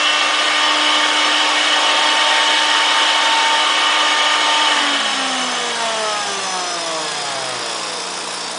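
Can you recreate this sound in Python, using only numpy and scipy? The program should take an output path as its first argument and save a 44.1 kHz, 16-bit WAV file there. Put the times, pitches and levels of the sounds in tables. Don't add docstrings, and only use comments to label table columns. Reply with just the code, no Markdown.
import sys
import numpy as np
from scipy import signal
from scipy.io import wavfile
from scipy.ndimage import uniform_filter1d

SR = 44100
rng = np.random.default_rng(int(sys.argv[2]) if len(sys.argv) > 2 else 0)


def bounce(signal):
    frames = np.transpose(np.atleast_2d(signal))
    limited = np.clip(frames, -1, 1)
    pcm = np.round(limited * 32767).astype(np.int16)
    wavfile.write(sys.argv[1], SR, pcm)


def volts(x):
    e = np.asarray(x, float) / 20
    return 10 ** e


N = 378378
TIME = np.arange(N) / SR
FRAMES, HOP = N // 512 + 5, 512
OFF_S = 4.639


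def evened(x):
    return x / np.sqrt(np.mean(x ** 2) + 1e-20)


def columns(rows, t=TIME):
    s, *values = np.transpose(rows)
    return [np.interp(t, s, v) for v in values]


def wander(rate):
    knots = np.arange(0, N / SR + 1, 1 / rate)
    return np.interp(TIME, knots, rng.standard_normal(len(knots)))


def tone(turns, db):
    return np.sqrt(2) * volts(db) * np.sin(2 * np.pi * (turns + rng.random()))


def noise(points, patchy_db, modes=(), depth=1, dull_db=0):
    hz = np.fft.rfftfreq(2048, 1 / SR)
    real, imaginary, patches = rng.standard_normal((FRAMES, 1025, 3)).T
    patches = uniform_filter1d(patches, size=16, axis=0)
    patches = evened(uniform_filter1d(patches, size=8, axis=1))
    point_hz, point_db = np.transpose(points)
    shape_db = np.interp(np.log(hz + 1), np.log(point_hz), point_db)[:, None]
    lift = 0 * hz
    for f, width, db in modes:
        lift = lift + (volts(db) ** 2 - 1) / (1 + abs(2 * (hz - f) / width) ** 2.25)
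    lift = lift[:, None]
    treble_loss_db = dull_db * np.log2(1 + hz / 2000)[:, None]
    size = volts(shape_db + patchy_db * patches - treble_loss_db)
    size = size * np.sqrt(np.maximum(1 + lift * depth, .01))
    x = signal.istft((real + 1j * imaginary) * size, nperseg=2048, noverlap=2048 - HOP)[1][:N]
    return x / np.sqrt(np.mean(volts(shape_db) ** 2 * (1 + lift))) / 55


def ringing(modes, hz, floor_db):
    power = volts(floor_db) ** 2
    for f, width, db in modes:
        power = power + volts(db) ** 2 / (1 + (2 * (hz[::64] - f) / width) ** 2) ** 2
    return np.interp(TIME, TIME[::64], np.sqrt(power))


def swelled(size, events, order, rise):
    for start, end, event_order, db in events:
        if round(event_order) == order:
            ramp = np.clip(np.minimum(TIME - start, end - TIME) / rise, 0, 1)
            size = np.maximum(size, volts(db) * ramp)
    return size


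# time in seconds, speed in turns per second.
SPEED_RAMP = [
    (0, 300.8),
    (.8, 301.1),
    (1.6, 301.5),
    (4.639, 301.5),
    (8.58, 59.6),
]


def ramp_speed():
    return columns(SPEED_RAMP)[0]


# shaft order, level in dB, wavering in dB.
RUNNING_ORDERS = [(1, -38.5, 1.5), (2, -43, 5), (3, -38.5, 3), (4, -31.5, 4.5), (5, -44, 3), (6, -45, 3),
                  (7, -46, 3), (8, -46, 2), (9, -49, 3), (11, -42, 3), (12, -41, 3)]
COASTING_DB = [-4, -11, -5, -5, -5, -5, -6, -3]
# centre in Hz, width in Hz, level in dB.
BODY_MODES = [(133, 19, -42), (184, 18, -36), (252, 32, -33.5), (340, 44, -30), (366, 150, -30),
              (470, 66, -25), (643, 124, -27.5), (790, 250, -29), (920, 23, -20.5), (1140, 120, -29),
              (1250, 110, -35), (1340, 110, -33), (1670, 330, -29.5), (1916, 13, -40.2)]
# start in seconds, end in seconds, shaft order, level in dB.
SWELLS = [(0.502, 1.854, 1, -34), (1.9, 2.403, 1, -37), (-.2, .35, 2, -35.5), (.6, 1.25, 2, -35),
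          (1.35, 1.65, 2, -34), (2.1, 2.45, 2, -30), (2.897, 3.15, 2, -38.5), (3.45, 3.75, 2, -31),
          (4.047, 4.5, 2, -32.5), (0.447, 1.694, 3, -28.5), (1.648, 3.756, 3, -24), (3.108, 3.735, 3, -20),
          (3.498, 4.6, 3, -27), (4.32, 4.91, 3, -23), (-.2, .75, 4, -27), (1.15, 1.5, 4, -26.5),
          (1.75, 2.406, 4, -28), (2.702, 3.2, 4, -29), (3.3, 3.95, 4, -27), (3.998, 4.544, 4, -24.5),
          (4.3, 4.95, 4, -30.5), (-.2, .4, 3, -37), (-.2, .75, 5, -33), (0.147, 1, 6, -38),
          (3.9, 4.4, 6, -28.5), (-.2, .95, 7, -33.5), (1, 1.5, 7, -36)]
# start in seconds, end in seconds, shaft order, level in dB.
CROSSINGS = [(4.76, 5.03, 1, -30), (5.1, 5.58, 1, -32), (5.6, 6.1, 1, -41), (6.2, 6.66, 1, -43.5),
             (6.8, 7.4, 1, -49), (7.3, 7.66, 1, -45.5), (5.52, 5.8, 2, -32), (5.94, 6.16, 2, -32),
             (6.22, 6.46, 2, -33), (6.48, 7.1, 2, -39), (7.3, 7.5, 3, -43), (7.48, 7.7, 3, -41),
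             (5.12, 5.52, 3, -31), (5.76, 6.2, 3, -27.5), (6.8, 7.2, 3, -38), (5.76, 6.0, 4, -28.5),
             (5.9, 6.36, 4, -30.5), (6.4, 6.9, 4, -30), (6.8, 7.06, 4, -28.5), (7.2, 7.72, 4, -40),
             (4.78, 5.0, 5, -33), (5.05, 5.75, 5, -33.5), (5.76, 6.22, 5, -34), (6.4, 6.66, 5, -36),
             (6.7, 6.95, 5, -38), (7.08, 7.6, 5, -33), (7.5, 8.1, 5, -40), (5.74, 6.1, 6, -34),
             (5.98, 6.28, 6, -28), (6.2, 6.7, 6, -33), (6.75, 7.14, 6, -36.5), (7.18, 7.6, 6, -34.5),
             (7.5, 7.95, 6, -40), (6.5, 6.84, 7, -32.5), (6.8, 7.18, 7, -33.5), (7.3, 7.55, 7, -40),
             (7.78, 7.95, 7, -40), (5.95, 6.3, 8, -36), (6.58, 6.86, 8, -38), (6.95, 7.12, 8, -37),
             (7.2, 7.46, 8, -40)]


def shaft_orders(speed, turns, coasting):
    lost = 1 - speed / speed[0]
    running = {}
    for k, db, waver_db in RUNNING_ORDERS:
        running[round(k)] = (1 - coasting) * volts(db + waver_db * wander(4.03))
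    out = sum(running[k] * tone(k * turns, 0) for k in (9, 11, 12))
    for k, db in enumerate(COASTING_DB, 1):
        sliding_db = db - 33 * lost ** 2 + 1.5 * wander(9)
        sliding = coasting * ringing(BODY_MODES, k * speed, floor_db=-54) * volts(sliding_db)
        size = swelled(running.get(k, 0) + sliding, SWELLS, order=k, rise=.19)
        size = swelled(size, CROSSINGS, order=k, rise=.077)
        out += size * tone(k * turns, .83 * wander(12))
    return out


# centre in Hz, width in Hz, level in dB.
HOUSING = [(1250, 600, -48), (1700, 300, -50), (2100, 600, -54), (3400, 330, -47), (6900, 500, -53),
           (7700, 500, -52), (9200, 500, -53)]
# start in
# seconds, end in seconds, shaft order, level in dB.
FLARES = [(-.2, .36, 9, -28), (.2, .9, 9, -35), (-.2, .9, 14, -43), (-.1, .35, 15, -44), (-.1, .6, 12, -37),
          (-.2, .85, 10, -36), (-.2, .45, 11, -36), (.6, 1.1, 11, -37), (1.05, 1.45, 10, -36),
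          (2.55, 3.05, 10, -39), (4.66, 5.02, 23, -48), (4.8, 5.1, 24, -48), (-.2, .35, 19, -43),
          (-.2, .4, 16, -44), (.65, 1.05, 16, -42), (-.2, .7, 22, -47), (7.3, 7.6, 26, -42),
          (7.4, 7.6, 27, -44), (7.6, 7.8, 30, -38.5), (7.55, 7.8, 29, -46), (6.75, 7.05, 20, -45),
          (6.4, 6.7, 19, -47), (7, 7.2, 17, -45), (4.98, 5.24, 14, -39), (5.08, 5.65, 13, -39),
          (5.45, 5.85, 14, -37), (5.7, 6.5, 14, -42), (5.72, 6.08, 15, -36), (5.95, 6.5, 15, -41),
          (5.66, 6.05, 13, -40), (5.83, 6.06, 10, -45), (6.25, 6.6, 18, -39), (6.4, 6.85, 18, -41.5),
          (6.3, 6.9, 9, -44), (6.06, 6.52, 17, -40.5), (6.12, 6.4, 16, -45), (6.7, 7.16, 21, -41.5),
          (6.9, 7.32, 22, -42), (7, 7.38, 23, -40), (7.08, 7.42, 24, -42), (7.3, 7.55, 25, -46),
          (6.92, 7.26, 11, -41), (7.16, 7.4, 9, -39), (7.17, 7.38, 10, -43), (7.4, 7.62, 10, -38),
          (7.2, 7.5, 12, -43), (7.65, 7.95, 10, -43), (4.76, 5.2, 12, -41),
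          (4.8, 5.35, 20, -47), (5.25, 5.7, 22, -48.5), (5.25, 5.65, 21, -50), (5.85, 6.3, 18, -47.5),
          (6.5, 7.05, 23, -49.5), (4.8, 5.3, 19, -51), (5.9, 6.3, 13, -46.5), (4.82, 5.7, 15, -47),
          (6.3, 6.7, 15, -46), (4.8, 5.2, 10, -43), (6.3, 6.7, 22, -49), (4.8, 5.6, 12, -43),
          (7.3, 7.6, 14, -45), (7.2, 7.6, 13, -46)]


def high_orders(speed, turns, coasting):
    lost = 1 - speed / speed[0]
    fading_db = -4 * lost ** 2 - 55 * lost ** 6
    out = 0
    for k in range(9, 50):
        hz = k * speed[::64]
        near = sum(volts(db) / (1 + (2 * (hz - f) / width) ** 2) for f, width, db in HOUSING)
        near = np.interp(TIME, TIME[::64], near * (hz < 10500))
        size = coasting * near * volts(fading_db + 3 * wander(5))
        size = swelled(size, FLARES, order=k, rise=.1)
        out += size * tone(k * turns, 2.5 + 1.8 * wander(30))
    return out


# frequency in Hz, density in dB per Hz.
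RASP = [(4300, -50), (4800, -8.5), (5500, 0), (6200, -35)]


def flute_rasp(turns, coasting):
    parked = np.clip((TIME - 3.05) / .069, 0, 1)
    rasp = evened(noise(RASP, 1.5) * np.exp(.8 * np.cos(2 * np.pi * turns)))
    return volts(-33.5 - 2.5 * parked - 6.3 * coasting) * rasp


# frequency in Hz, density in dB per Hz.
WIND = [(88, -36), (150, -32), (429, -4), (539, -3), (677, 5.5), (793, 2), (962, 1), (1970, -2.5),
        (3460, -2), (4340, -6), (5270, -5), (5650, -5), (9900, -12.5), (12900, -48.5), (21800, -120)]


def spindle_air(speed, turns, coasting):
    chop = 1 + .11 * np.cos(2 * np.pi * turns)
    air_db = -27 + 2.5 * coasting - 7 * (1 - speed / speed[0])
    return volts(air_db) * chop * evened(noise(WIND, patchy_db=1.0))


# time in seconds, level in dB.
BEARING = [
    (4.07, -70),
    (4.095, -34),
    (4.16, -39.5),
    (4.32, -38.5),
    (4.46, -41.5),
    (4.64, -40),
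    (4.78, -44),
    (4.85, -70),
]


def bearing(turns):
    return tone(21.977 * turns, columns(BEARING)[0] + 1.5 * wander(20))


def spindle():
    coasting = np.clip((TIME - OFF_S) / .161, 0, 1)
    speed = ramp_speed() + .65 * coasting
    turns = np.cumsum(speed) / SR
    lines = shaft_orders(speed, turns, coasting) + high_orders(speed, turns, coasting)
    air = flute_rasp(turns, coasting) + spindle_air(speed, turns, coasting)
    return lines + air + bearing(turns)


# field multiple, running level in dB, coasting level over the modes in dB.
SIDEBANDS = [(1, -49, -0.5), (5, -43.5, -4), (-1, -50, 0.2), (-5, -52, 5.5)]
# centre in Hz, width in Hz, level in dB.
SHELL_MODES = [(3838, 119, -42.7), (4040, 100, -46), (4259, 112, -47.5), (4658, 35, -43.3), (4783, 69, -42),
               (4854, 29, -37), (4891, 60, -40.5),(5102, 62, -36.5), (5168, 60, -32), (5205, 20, -36),
               (5265, 50, -35), (5346, 60, -34.5), (5520, 150, -31.5), (5940, 190, -28.5),
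               (6250, 150, -31.5)]
# carrier multiple, field multiple, running level in dB, coasting level in dB.
FAINT_TONES = [(1.5, -1, -52, -52), (1.5, -2, -46.5, -62), (1, 7, -66, -58), (1.5, -5, -66, -50),
               (1.5, -7, -52, -55), (1.5, -11, -66, -54), (1, -3, -62, -50), (2, -1, -57, -60),
               (2, -4, -57, -62)]
# start in seconds, end in seconds, field multiple, level in dB.
SINGING = [(4.7, 5.8, -2, -48.5), (6.1, 6.65, -5, -42), (6.85, 7.4, -5, -43), (7.2, 8.05, -5, -48),
           (5.7, 6.3, -7, -43), (7.95, 8.6, 7, -43), (6.85, 7.6, 7, -51)]
# frequency in
# Hz, level in dB.
STEADY_TONES = [(2228, -38.5), (5383, -53), (7914, -55.5), (9911, -59)]


def inverter():
    carrier_hz = 4997.5
    running = np.clip((OFF_S - TIME) / .092, 0, 1)
    speed = ramp_speed()
    field = np.cumsum(speed + .5 * running + .3 * (1 - running)) / SR
    out = 0
    for k, run_db, coast_db in SIDEBANDS:
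        k = round(k)
        sliding = volts(coast_db) * ringing(SHELL_MODES, carrier_hz + k * speed, floor_db=-56)
        size = running * volts(run_db + wander(2.2)) + (1 - running) * sliding
        out += size * tone(carrier_hz * TIME + k * field, 1.5 * wander(30))
    for multiple, k, run_db, coast_db in FAINT_TONES:
        db = coast_db + running * (run_db - coast_db) + 2.1 * wander(2.6)
        size = swelled(volts(db), SINGING, order=k, rise=.12)
        out += size * tone(multiple * carrier_hz * TIME + k * field, -.3)
    steady = sum(tone(hz * TIME, db + 4 * wander(3.7)) for hz, db in STEADY_TONES)
    return out + running * steady


# frequency in Hz, density in dB per Hz.
ROAR = [(59, -66.5), (100, -46), (242, -21.5), (293, -12), (377, -15), (829, -5.5), (895, -6.5),
        (985, -5.5), (1170, -1.5), (1370, -4.5), (1860, -3), (2010, -10), (3010, -6.5), (4250, -10.5),
        (9900, -26), (12900, -58.5), (21800, -120)]
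# centre in Hz, width in Hz, lift over the roar in dB.
HOSE_MODES = [(556, 55, 8), (762, 67, 5), (1111, 36, 7.5), (1496, 32, 2), (1859, 25, 10), (2229, 45, 13),
              (2610, 39, 7), (2750, 45, 5.5), (2952, 48, 12), (2994, 48, 12.5), (3256, 100, 10),
              (3650, 43, 9), (3880, 71, 5), (4400, 220, -2.5)]
# time in seconds, roar level in dB.
FLOW = [(0, -18), (1, -16.5), (2.2, -16), (3, -16), (3.5, -16.5), (4.65, -16.5), (5.2, -20.5), (5.9, -23),
        (6.8, -32), (7.5, -27), (8.2, -36), (8.58, -58)]
# time in seconds, depth from 0 to 1.
PIPE_DEPTH = [(0, 0.97), (.6, 1), (1.3, 0.95), (1.7, 0.99), (2.2, 1), (2.7, 0.85), (3.4, 0.98), (3.9, 1),
              (4.4, 0.9), (5, 1.0), (5.5, 1), (5.9, 0.64), (6.3, 0.76), (6.8, 0.49)]


def hose_roar():
    roar_db, = columns(FLOW)
    depth, = columns(PIPE_DEPTH)
    frame_at = np.arange(FRAMES) * HOP
    depth = np.interp(frame_at, np.arange(N), np.clip(depth, 0, 2))
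    dull_db = np.interp(frame_at, np.arange(N), .45 * (roar_db[0] - roar_db))
    roar = noise(ROAR, 1.1, HOSE_MODES, depth, dull_db)
    return volts(roar_db + .28 * wander(14)) * roar / np.std(roar[:4 * SR])


# time in seconds, frequency in Hz, level in dB.
ROTOR = [
    (4.75, 251.6, -34),
    (4.9, 238, -47),
    (5.038, 219, -38.5),
    (5.244, 197.6, -47),
    (5.496, 179, -50),
    (5.75, 159.5, -54),
    (6.418, 122, -54.5),
    (6.6, 115.6, -74),
]
# time in seconds, frequency in Hz, level in dB.
BLADES = [
    (4.6, 2229, -74),
    (4.66, 2260, -29),
    (4.75, 2050, -35),
    (4.86, 2006, -31),
    (5, 1670, -35),
    (5.2, 1650, -70),
]


def vacuum():
    hz, db = columns(ROTOR)
    heard = np.clip(np.minimum(TIME - ROTOR[0][0], ROTOR[-1][0] - TIME) / .06, 0, 1)
    rotor = heard * tone(np.cumsum(hz) / SR, db)
    blade_hz, blade_db = columns(BLADES)
    return hose_roar() + rotor + tone(np.cumsum(blade_hz) / SR, blade_db)


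# frequency in Hz, density in dB per Hz.
RATTLE = [(15, -62.5), (25, -39), (109, -44), (144, -25.5), (167, -15), (269, -13.5), (305, -5),
          (456, -12.5), (771, -17), (942, -3), (1630, -10.5), (1850, -14.5), (5160, -9), (6310, -11.5),
          (9900, -11.5), (12900, -41.5), (21800, -120)]
# centre in Hz, width in Hz, lift in dB.
CASING = [(2565, 56, 11), (3630, 270, 7.5), (9040, 540, -12.5), (9760, 220, 5.5)]
# frequency in Hz, level in dB.
HUM = [(59.2, -66), (177.6, -46.5), (236.9, -50), (296, -51), (323, -49), (409.5, -49.5), (440.9, -43.5),
       (469.2, -44.5), (499.8, -43), (587.1, -45), (645.7, -44.5), (704.9, -42.5), (851, -41.5), (938, -43),
       (968.9, -40.5), (1027.5, -44), (1056.5, -39.5), (1174.3, -43.5), (1258, -48), (1410, -48.5),
       (1528, -47.5), (1731.5, -48), (1771, -51), (3418, -48)]


def distant_motor(gain_db):
    shaft = 2 * np.pi * 29.36 * TIME
    throb = 1 + .22 * np.cos(shaft) + .33 * np.cos(2 * shaft)
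    rattle = volts(-27) * throb * evened(noise(RATTLE, 1.4, CASING))
    hum = sum(tone(hz * TIME, db + .8 * wander(3)) for hz, db in HUM)
    cycles = 120.36 * TIME
    lag = 1.96 * (TIME - 6.82)
    buzz = volts(-62.5 + .4 * gain_db) * np.sin(2 * np.pi * cycles)
    buzz += volts(-58 + gain_db) * np.sin(2 * np.pi * (cycles - lag))
    return np.sqrt(2) * buzz + volts(gain_db) * (rattle + hum)


# start in seconds, level in dB, frequency in Hz, length in seconds.
THUD = (8.13, -50, 55, .03)


def bench_thud():
    start, db, hz, length = THUD
    u = np.clip((TIME - start) / length, 0, 1)
    return volts(db) * np.sin(np.pi * u) ** 2 * np.sin(2 * np.pi * hz * length * u)


def shop():
    rise_db, rise_s = 12.5, .99
    gain_db = -15 + rise_db * (1 - np.exp(-np.maximum(TIME - OFF_S, 0) / rise_s))
    return distant_motor(gain_db) + bench_thud()


def scene():
    return np.tile(spindle() + inverter() + vacuum() + shop(), (2, 1))


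def band_limit(x):
    return signal.sosfilt(signal.butter(12, 11210, fs=SR, output="sos"), x)


# time in seconds, centre in Hz.
PARTINGS = [(.655, 4700), (1.262, 5800), (2.095, 5800), (4.095, 7600), (7.135, 8300), (7.88, 9000)]


def record(dry):
    hz, t, z = signal.stft(np.tanh(dry[0] / 1.562) * 1.647, SR, nperseg=256, noverlap=192)
    hz = hz[:, None]
    cells = rng.random((len(t) // 3 + 1, 43))
    pressure = np.interp(t[::3], TIME, volts(3 * wander(8)))
    start = cells[:len(pressure)] < .037 * pressure[:, None]
    holes = uniform_filter1d(1. * start, size=2, axis=0) > 0
    holes = np.repeat(np.repeat(holes, 3, axis=0), 3, axis=1).T[:, :len(t)]
    z = z * volts(-28. * (holes * (hz > 5000)))
    parted = sum((abs(t - s) < .018) * (abs(hz - f) < 650) for s, f in PARTINGS)
    side = 1j * volts(-7.0) * parted * z
    mid, side = signal.istft(np.array([z, side]), SR, nperseg=256, noverlap=192)[1][:, :N]
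    edge = signal.firwin(801, 10060, window=("kaiser", 10), fs=SR)
    mix = signal.oaconvolve(np.array([mid + side, mid - side]), edge[None], "same")
    return band_limit(mix)


dry = scene()
out = record(dry)
bounce(out)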